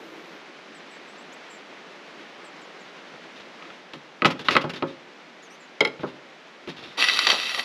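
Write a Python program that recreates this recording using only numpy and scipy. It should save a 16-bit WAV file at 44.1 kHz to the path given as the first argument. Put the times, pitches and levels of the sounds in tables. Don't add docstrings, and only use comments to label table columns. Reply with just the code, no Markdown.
import sys
import numpy as np
from scipy import signal
from scipy.io import wavfile
from scipy.ndimage import uniform_filter1d

SR = 44100
rng = np.random.default_rng(int(sys.argv[2]) if len(sys.argv) > 2 else 0)


def to_wav(sig):
    pcm = np.clip(np.atleast_2d(sig), -1, 1) * 32767
    pcm = np.round(pcm).astype(np.int16)
    wavfile.write(sys.argv[1], SR, pcm.T)


N = 336924
TAIL = np.arange(SR // 2) / SR

# start_s, clack_level_db, thud_level_db, thud_pitch_hz,
# skid (no unit: 0 is a square blow, 1 a glancing one)
KNOCKS = [(3.135, -57, -44, 550, 1), (3.624, -35, -49, 500, 0.25), (3.653, -42, -57, 500, 0.18),
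          (3.703, -37.5, -54, 500, 0.089), (3.935, -29.5, -40.5, 259, 1), (3.955, -40, -67, 261, 0.94),
          (4.220, -15, -24.5, 420, 0.031), (4.2469, -9, -17.5, 460, 0.18), (4.254, -6.5, -19.5, 523, 0.98),
          (4.485, -7.5, -29.5, 597, 0.27), (4.553, -14, -22, 520, 0.047), (4.566, -6, -24, 484, 0.33),
          (4.641, -32, -26.5, 334, 1), (4.824, -22.5, -22, 415, 0.0025), (5.994, -40, -38.5, 100, 0.42),
          (6.033, -37, -24.5, 436, 0.43), (6.674, -32.5, -32.5, 224, 1), (6.874, -55, -60, 122, 0.016)]
# start_s, ring_level_db, thud_level_db, thud_pitch_hz
SPOON_LANDINGS = [(5.8066, -8, -21.5, 445), (5.8496, -13, -30.5, 420), (5.873, -24.5, -50, 600)]
# start_s, length_s, level_db
RUBS = [(3.36, 0.043, -43.5), (3.398, .03, -41.5), (4.303, 0.025, -22.5), (4.391, 0.037, -30.5),
        (4.445, 0.13, -34), (4.495, 0.038, -31), (4.507, 0.048, -21), (4.611, 0.02, -26),
        (4.693, 0.021, -25), (4.734, 0.025, -30), (4.758, 0.036, -33), (4.87, 0.063, -41.5),
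        (6.004, 0.034, -42), (6.065, 0.063, -44.5), (6.684, 0.042, -32.5), (6.764, .078, -38.5),
        (6.826, 0.17, -41)]
# time_s, friction_db
DRAG_FRICTION = [(6.972, -33.5), (7.0, -19.5), (7.045, -20.5), (7.06, -23.5), (7.15, -22), (7.255, -23.5),
                 (7.31, -19.5), (7.38, -26.5), (7.52, -27.5), (7.595, -27), (7.64, -33)]
# start_s, level_db
RIM_CATCHES = [(7.0247, -9.5), (7.0407, -10), (7.086, -8.5), (7.097, -10), (7.1904, -7.5), (7.269, -5.5),
               (7.3016, -5.5), (7.3167, -10), (7.5941, -14.5)]
# start_s, rumble_level_db
BASE_BUMPS = [(6.977, -28), (7.271, -26), (7.324, -25.5), (7.575, -31.5)]
# start_s, first_pitch_hz, last_pitch_hz, level_db
BIRD_CALLS = [(.74, 8600, 7300, -60), (.897, 8100, 7600, -63), (1.07, 7400, 8150, -65),
              (1.17, 7000, 8000, -62.5), (1.321, 5400, 8000, -54), (1.49, 7600, 7300, -56),
              (2.437, 8600, 7400, -59), (2.608, 8150, 6700, -62), (2.8, 8100, 6400, -64),
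              (5.419, 7360, 6200, -57.5), (5.495, 5500, 6300, -58), (5.594, 7700, 6800, -62)]

# pitch_hz, level_db, time_to_fall_60_db_s
TABLE_MODES = [(79.6, -25, 0.42), (115, -18, 0.33), (145, 0, 0.3), (171.8, -4.5, 0.31), (251, -7.5, 0.35),
               (295, -5, 0.14), (348, 7, 0.1), (421, 4, 0.068), (489.4, 3, 0.092), (542.5, -4, 0.23),
               (589, 7, 0.073), (710, -51, 0.038), (862, -1.5, 0.13), (1080, -16.5, 0.086)]
TUB_MODES = [(1100, -4, 0.031), (1187, -6, 0.047), (1280, 4, 0.037), (1524, -24.5, 0.071),
             (1960, -5, 0.047), (2063, -19, 0.089), (2370, -13, 0.044), (2520, -5.5, 0.065),
             (2775, -26, 0.04), (3260, -21, 0.32), (4590, -37, 0.15)]
SPOON_MODES = [(858, -8, 0.099), (1100, -7, 0.047), (1398, -8, 0.096), (2027, -4.5, 0.086),
               (2176, 8, 0.036), (3160, 0.5, 0.029), (3260, -1.5, 0.03), (3960, -7, 0.037),
               (4290, -9, 0.033), (5098, -6, 0.034), (5640, -30, 0.033), (7300, -24, 0.028),
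               (10500, -22, 0.024)]

# pitch_hz, width_hz, boost_db
TUB_SHELL = [(1193, 60, 9), (1960, 115, 11.5), (2614, 93, 9.5), (3140, 160, 5.5), (3780, 430, 6.5),
             (4560, 170, 7.5), (5700, 290, 13.5), (6930, 370, 9)]
# pitch_hz, width_hz, boost_db
TABLE_SHEEN = [(2800, 16, -5.5), (2734, 44, 9), (3200, 20, -18), (3370, 100, 0), (3670, 29, 8),
               (3820, 57, -0.5), (4580, 64, 5), (5370, 35, 10)]

# pitch_hz, level_db (per Hz)
THUD_COLOUR = [(30, -36), (80, -29), (140, 6.5), (400, 3.5), (600, -1.5), (900, 0), (1500, 1), (4000, -60)]
CLACK_COLOUR = [(100, -11), (500, -26), (1000, -1), (2000, 3), (2900, 4), (3900, -0.5), (5200, -16.5),
                (8000, -98), (16000, -54)]
TICK_COLOUR = [(1000, -1), (4000, 1), (5200, 1.5), (7000, -8.5), (8800, -19.5), (11000, -16.5),
               (13500, -34), (16000, -21)]
RUB_COLOUR = [(60, -3), (300, 12), (700, 5), (1300, 6), (2200, 5), (3400, 2), (5200, -4), (7000, -15),
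              (8800, -27), (11000, -20), (14000, -44)]
GRIT_COLOUR = [(60, -43), (300, -14.5), (800, -10.5), (1500, 1), (3000, 4.5), (4500, 0.5), (5300, -9),
               (7400, -15.5), (8800, -18.5), (10900, -16), (13000, -32), (14500, -57)]
SNAP_COLOUR = [(100, -37), (500, -10.5), (1200, 4.5), (2400, 7.5), (4600, 4.5), (5800, -10), (7400, -24),
               (11000, -22.5), (14500, -37)]
RUMBLE_COLOUR = [(30, -38), (100, -24), (170, -7.5), (350, 1.5), (750, 4.5), (1200, 2), (3000, -34)]
HISS_COLOUR = [(25, -27), (60, -56), (95, -40), (130, -19), (165, -3.5), (330, 0.5), (550, -0.5), (930, -3),
               (2130, -3.5), (3680, -10), (6200, -20.5), (8500, -34.5), (11300, -38.5), (15000, -67)]
# pitch_hz, level_db
HANDLING_COLOUR = [(25, -28.0), (80, -25), (200, -12.0), (500, -5.5), (1500, -37)]
BOOM_COLOUR = [(60, -5.5), (140, 7), (450, 5.5), (900, -2), (2500, -9)]
SIZZLE_COLOUR = [(300, -25), (1000, 6), (3500, -1.5), (7000, -2), (10000, -12)]
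SIDE_COLOUR = [(100, -59), (7000, -69), (9000, -34), (10500, -21), (13000, 0)]

CRACK_DB, SKID_CRACK_DB = 16.5, -15
TICK_DB, SKID_TICK_DB = -38, 17.5
CLACK_T60_S, SKID_T60_S = .055, .035
RING_DB, SKID_RING_DB, RING_RISE_S = -9, -9.5, .0004
RUB_HZ, LIGHT_RUB_DB, RUB_DB_PER_OCTAVE = 3650, -33.5, 24
USUAL_FRICTION_DB, BODY_FOLLOWS, BRIGHT_FOLLOWS, EDGE_OF_BODY_HZ = -26, 1.07, 0.98, 4900
BUMP_RISE_S, BUMP_DECAY_S = 0.0035, 0.024
HANDLING_DB, HANDLING_FADE_DB_PER_S, HANDLING_S, HANDLING_RELEASE_S = -45, 20, 0.35, 0.12
CALL_S, WARBLE_DEPTH_HZ, SLIDE_SCALE_HZ = .12, 270, 1900
PURE_HZ, OVERTONE_DB, OVERTONE_DB_PER_OCTAVE = 7550, -22, 37
WASH_DB, HISS_DB = -49, -46
SINK_AT_S, SINK_S, SINK_DB = 3.73, 0.17, -3
EDGE_HZ = 14500


def amp(db):
    return 10 ** (np.asarray(db) / 20)


def evened(x):
    return x / np.sqrt(np.mean(x ** 2) + 1e-20)


def struck(x):
    return x / np.sqrt(np.mean(x[:SR // 50] ** 2) + 1e-20)


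def add(mix, s, sound):
    part = mix[max(round(s * SR), 0):][:len(sound)]
    part += sound[:len(part)]


def colour(x, points, peaks=(), size=4096):
    hz = abs(np.fft.fftfreq(size, 1 / SR))
    f, points_db = np.transpose(points)
    db = np.interp(np.log(hz + 1), np.log(f), points_db)
    for centre, width, height in peaks:
        db = db + height / (1 + (2 * (hz - centre) / width) ** 2)
    response = np.exp(np.conj(signal.hilbert(np.log(amp(db)))))
    taps = np.fft.ifft(response).real
    return signal.oaconvolve(x, taps[:size // 2])[:len(x)]


def dying(t60):
    return np.exp(-np.log(1000) * TAIL / max(t60, 1 / 1000))


def burst(t60, crack=0., crack_s=0.0076):
    x = rng.standard_normal(len(TAIL)) * (dying(t60) + crack * dying(crack_s))
    return x / np.linalg.norm(x)


def ring(modes, spread_db, in_step=False):
    luck = rng.standard_normal(len(modes))
    out = np.zeros(len(TAIL))
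    for k, (hz, db, t60) in enumerate(modes):
        start = np.pi / 2 if in_step else k * np.pi
        out += amp(db + spread_db * luck[k]) * dying(t60) * np.sin(2 * np.pi * hz * TAIL + start)
    return out


def wander(per_s):
    knots = rng.standard_normal(N // 20)
    return evened(np.interp(np.arange(N) * per_s / SR, np.arange(len(knots)), knots))


def slips(per_s, spread_db):
    size = amp(spread_db * np.minimum(rng.exponential(1, N), 4)) * rng.choice([-1, 1], N)
    return evened(size * (rng.random(N) < per_s / SR))


def thud(hz, dense_db=-3, t60=0.12, rise_s=0.0049, focus_db=5, punch=0.64, punch_s=0.061):
    def weighted(rows):
        return [(f, db - focus_db * min(abs(np.log2(f / hz)), 3), *rest) for f, db, *rest in rows]

    tones = struck(ring(weighted(TABLE_MODES), spread_db=3.0, in_step=True))
    boom = struck(colour(burst(t60), weighted(THUD_COLOUR)))
    body = tones + amp(dense_db) * boom
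    return struck(body * (1 - np.exp(-TAIL / rise_s)) * (1 + punch * dying(punch_s)))


def knocks(clack_db=-12, thud_db=-1, dull_db_per_octave=-6):
    out = np.zeros(N)
    low_top_hz = TUB_MODES[2][0]
    for s, clack, low, hz, skid in KNOCKS:
        dull = dull_db_per_octave * (1 - skid)
        modes = [(f, db + dull * max(np.log2(f / low_top_hz), 0), t60) for f, db, t60 in TUB_MODES]
        t60 = CLACK_T60_S + SKID_T60_S * skid
        crack = amp(CRACK_DB + SKID_CRACK_DB * skid)
        contact = amp(clack_db) * struck(colour(burst(t60, crack, crack_s=0.0093), CLACK_COLOUR))
        tick = struck(colour(burst(t60, crack=0.18), TICK_COLOUR))
        tick *= amp(TICK_DB + SKID_TICK_DB * skid)
        tub = struck(ring(modes, spread_db=3.0) * (1 - np.exp(-TAIL / RING_RISE_S)))
        tub *= amp(RING_DB + SKID_RING_DB * skid)
        add(out, s, amp(clack) * (contact + tick + tub))
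        add(out, s, amp(low + thud_db) * thud(hz))
    return out


def spoon(ring_db=-9.0, thud_db=1, tick_db=-16, clack_db=-11, rise_s=0.0012):
    out = np.zeros(N)
    for s, db, low, hz in SPOON_LANDINGS:
        metal = struck(ring(SPOON_MODES, spread_db=0.6) * (1 - np.exp(-TAIL / rise_s)))
        tick = amp(tick_db) * struck(colour(burst(0.034, crack=3), TICK_COLOUR))
        clack = amp(clack_db) * struck(colour(burst(0.084), CLACK_COLOUR))
        add(out, s, amp(db + ring_db) * (metal + tick + clack))
        add(out, s, amp(low + thud_db) * thud(hz, dense_db=1.5, t60=0.13, focus_db=13))
    return out


def drag(grit_db=-3.0, rumble_db=-19, bump_db=-2, catch_db=-12, judder_db=0.5, dust_db=-46,
         crackle_db=-9, bright_db=1):
    s, friction = np.transpose(DRAG_FRICTION)
    t = np.arange(N) / SR
    moving = np.clip((t - s[0]) / 0.0035, 0, 1) * amp(judder_db * wander(110))
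    friction = np.interp(t, s, friction)

    spots = np.zeros(N)
    for _ in range(3):
        strength = amp(5.1 * wander(22))
        pattern = burst(0.024, crack=9.1, crack_s=0.0012)
        spots += strength * signal.oaconvolve(slips(2200, spread_db=-2.0), pattern)[:N]
    spots /= np.sqrt(uniform_filter1d(spots ** 2, SR // 40) + 1e-9)

    grit = evened(colour(spots, GRIT_COLOUR, TUB_SHELL + TABLE_SHEEN))
    body = signal.sosfiltfilt(signal.butter(3, EDGE_OF_BODY_HZ, fs=SR, output="sos"), grit)
    press = friction - USUAL_FRICTION_DB
    scrape = body * amp(BODY_FOLLOWS * press) + (grit - body) * amp(BRIGHT_FOLLOWS * press + bright_db)
    out = scrape * amp(USUAL_FRICTION_DB + grit_db) * moving

    crumbs = evened(colour(slips(200, spread_db=4.5), SNAP_COLOUR, TUB_SHELL))
    out += crumbs * amp(friction + crackle_db) * moving

    rumble = amp(friction + rumble_db) * moving
    bump = (1 - np.exp(-TAIL / BUMP_RISE_S)) * np.exp(-TAIL / BUMP_DECAY_S)
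    for s, db in BASE_BUMPS:
        add(rumble, s, amp(db + bump_db) * bump)
    out += evened(colour(slips(2700, spread_db=-0.5), RUMBLE_COLOUR)) * rumble

    dust = evened(colour(slips(9000, spread_db=1.0), TICK_COLOUR, TUB_SHELL))
    out += dust * amp(dust_db + 0.34 * (friction - friction.max())) * moving

    for s, db in RIM_CATCHES:
        snap = colour(burst(0.042, crack=1.9, crack_s=.01), SNAP_COLOUR, TUB_SHELL)
        add(out, s, amp(db + catch_db) * struck(snap))
    return out


def rubs(level_db=-3.5, rise_s=0.0015, peak_db=8, width_hz=1100):
    out = np.zeros(N)
    grains = slips(4400, spread_db=2.0)
    for s, length, db in RUBS:
        octaves = max(db - LIGHT_RUB_DB, 0) / RUB_DB_PER_OCTAVE
        bright_band = (RUB_HZ / 2 ** octaves, width_hz, peak_db / (1 + 2 * octaves))
        piece = grains[int(s * SR):][:len(TAIL)]
        tone = evened(colour(piece, RUB_COLOUR, TABLE_SHEEN + [bright_band]))
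        shape = (1 - np.exp(-TAIL / rise_s)) * np.exp(-(1.16 * TAIL / length) ** 2)
        add(out, s, amp(db + level_db) * tone * shape)
    return out


def handling(hz=335, width_hz=130, peak_db=16):
    t = np.arange(N) / SR
    rustle = colour(rng.standard_normal(N), HANDLING_COLOUR, [(hz, width_hz, peak_db)])
    fade = amp(HANDLING_DB - HANDLING_FADE_DB_PER_S * t)
    return evened(rustle) * fade * np.clip(1 - (t - HANDLING_S) / HANDLING_RELEASE_S, 0, 1)


def birds(level_db=1, warble_hz=95, jitter_hz=170):
    out = np.zeros(N)
    jitter = jitter_hz * wander(900)
    for s, first, last, db in BIRD_CALLS:
        steady = np.exp(-abs(last - first) / SLIDE_SCALE_HZ)
        length = CALL_S * steady
        over = OVERTONE_DB + OVERTONE_DB_PER_OCTAVE * np.log2(2 * PURE_HZ / (first + last))
        u = np.linspace(0, 1, int(length * SR))
        slide = last + (first - last) * (1 - u) ** 2
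        warble = WARBLE_DEPTH_HZ * steady * np.sin(2 * np.pi * (warble_hz * length * u + rng.random()))
        hz = slide + warble + jitter[int(s * SR):][:len(u)]
        phase = 2 * np.pi * np.cumsum(hz) / SR
        tone = np.sin(phase) + amp(over) * (np.sin(3 * phase / 2) + .3 * np.sin(2 * phase))
        add(out, s, amp(db + level_db) * tone * signal.windows.tukey(len(u), .5) * amp(6.0 - 10 * u))
    return out


def hiss(low_db=-0.23, high_db=-0.28, split_hz=700):
    since = np.maximum(np.arange(N) / SR - SINK_AT_S, 0)
    level = SINK_DB * np.minimum(since / SINK_S, 1)
    out = np.zeros(N)
    for kind, db in (("low", WASH_DB + low_db), ("high", HISS_DB + high_db)):
        noise = colour(rng.standard_normal(N), HISS_COLOUR)
        band = signal.sosfilt(signal.butter(3, split_hz, kind, fs=SR, output="sos"), noise)
        out += evened(band) * amp(db + level + .5 * wander(25))
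    return out


def surroundings(x, low_db=-16, low_t60=0.62, high_db=-17, high_t60=0.29):
    boom = colour(burst(low_t60), BOOM_COLOUR)
    sizzle = colour(burst(high_t60), SIZZLE_COLOUR)
    tail = (amp(low_db) * boom + amp(high_db) * sizzle) * (1 - np.exp(-TAIL / 0.0035))
    return x + signal.oaconvolve(x, tail)[:N]


def scene():
    on_table = knocks() + spoon() + rubs() + drag()
    mid = surroundings(on_table) + birds() + hiss() + handling()
    scattered = signal.oaconvolve(mid, burst(.025))[:N]
    side = colour(scattered, SIDE_COLOUR)
    return np.array([mid + side, mid - side])


def record(dry, notch_hz=9080, notch_width_hz=700, low_cut_hz=55):
    thin = signal.sosfilt(signal.butter(2, low_cut_hz, "high", fs=SR, output="sos"), dry)
    notch = signal.iirnotch(notch_hz, notch_hz / notch_width_hz, fs=SR)
    clipped = np.clip(signal.lfilter(*notch, thin), -.9, .9)
    band_limit = signal.firwin(255, EDGE_HZ, window=("kaiser", 9), fs=SR)
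    return signal.oaconvolve(clipped, band_limit[None], "same")


dry = scene()
out = record(dry)
to_wav(out)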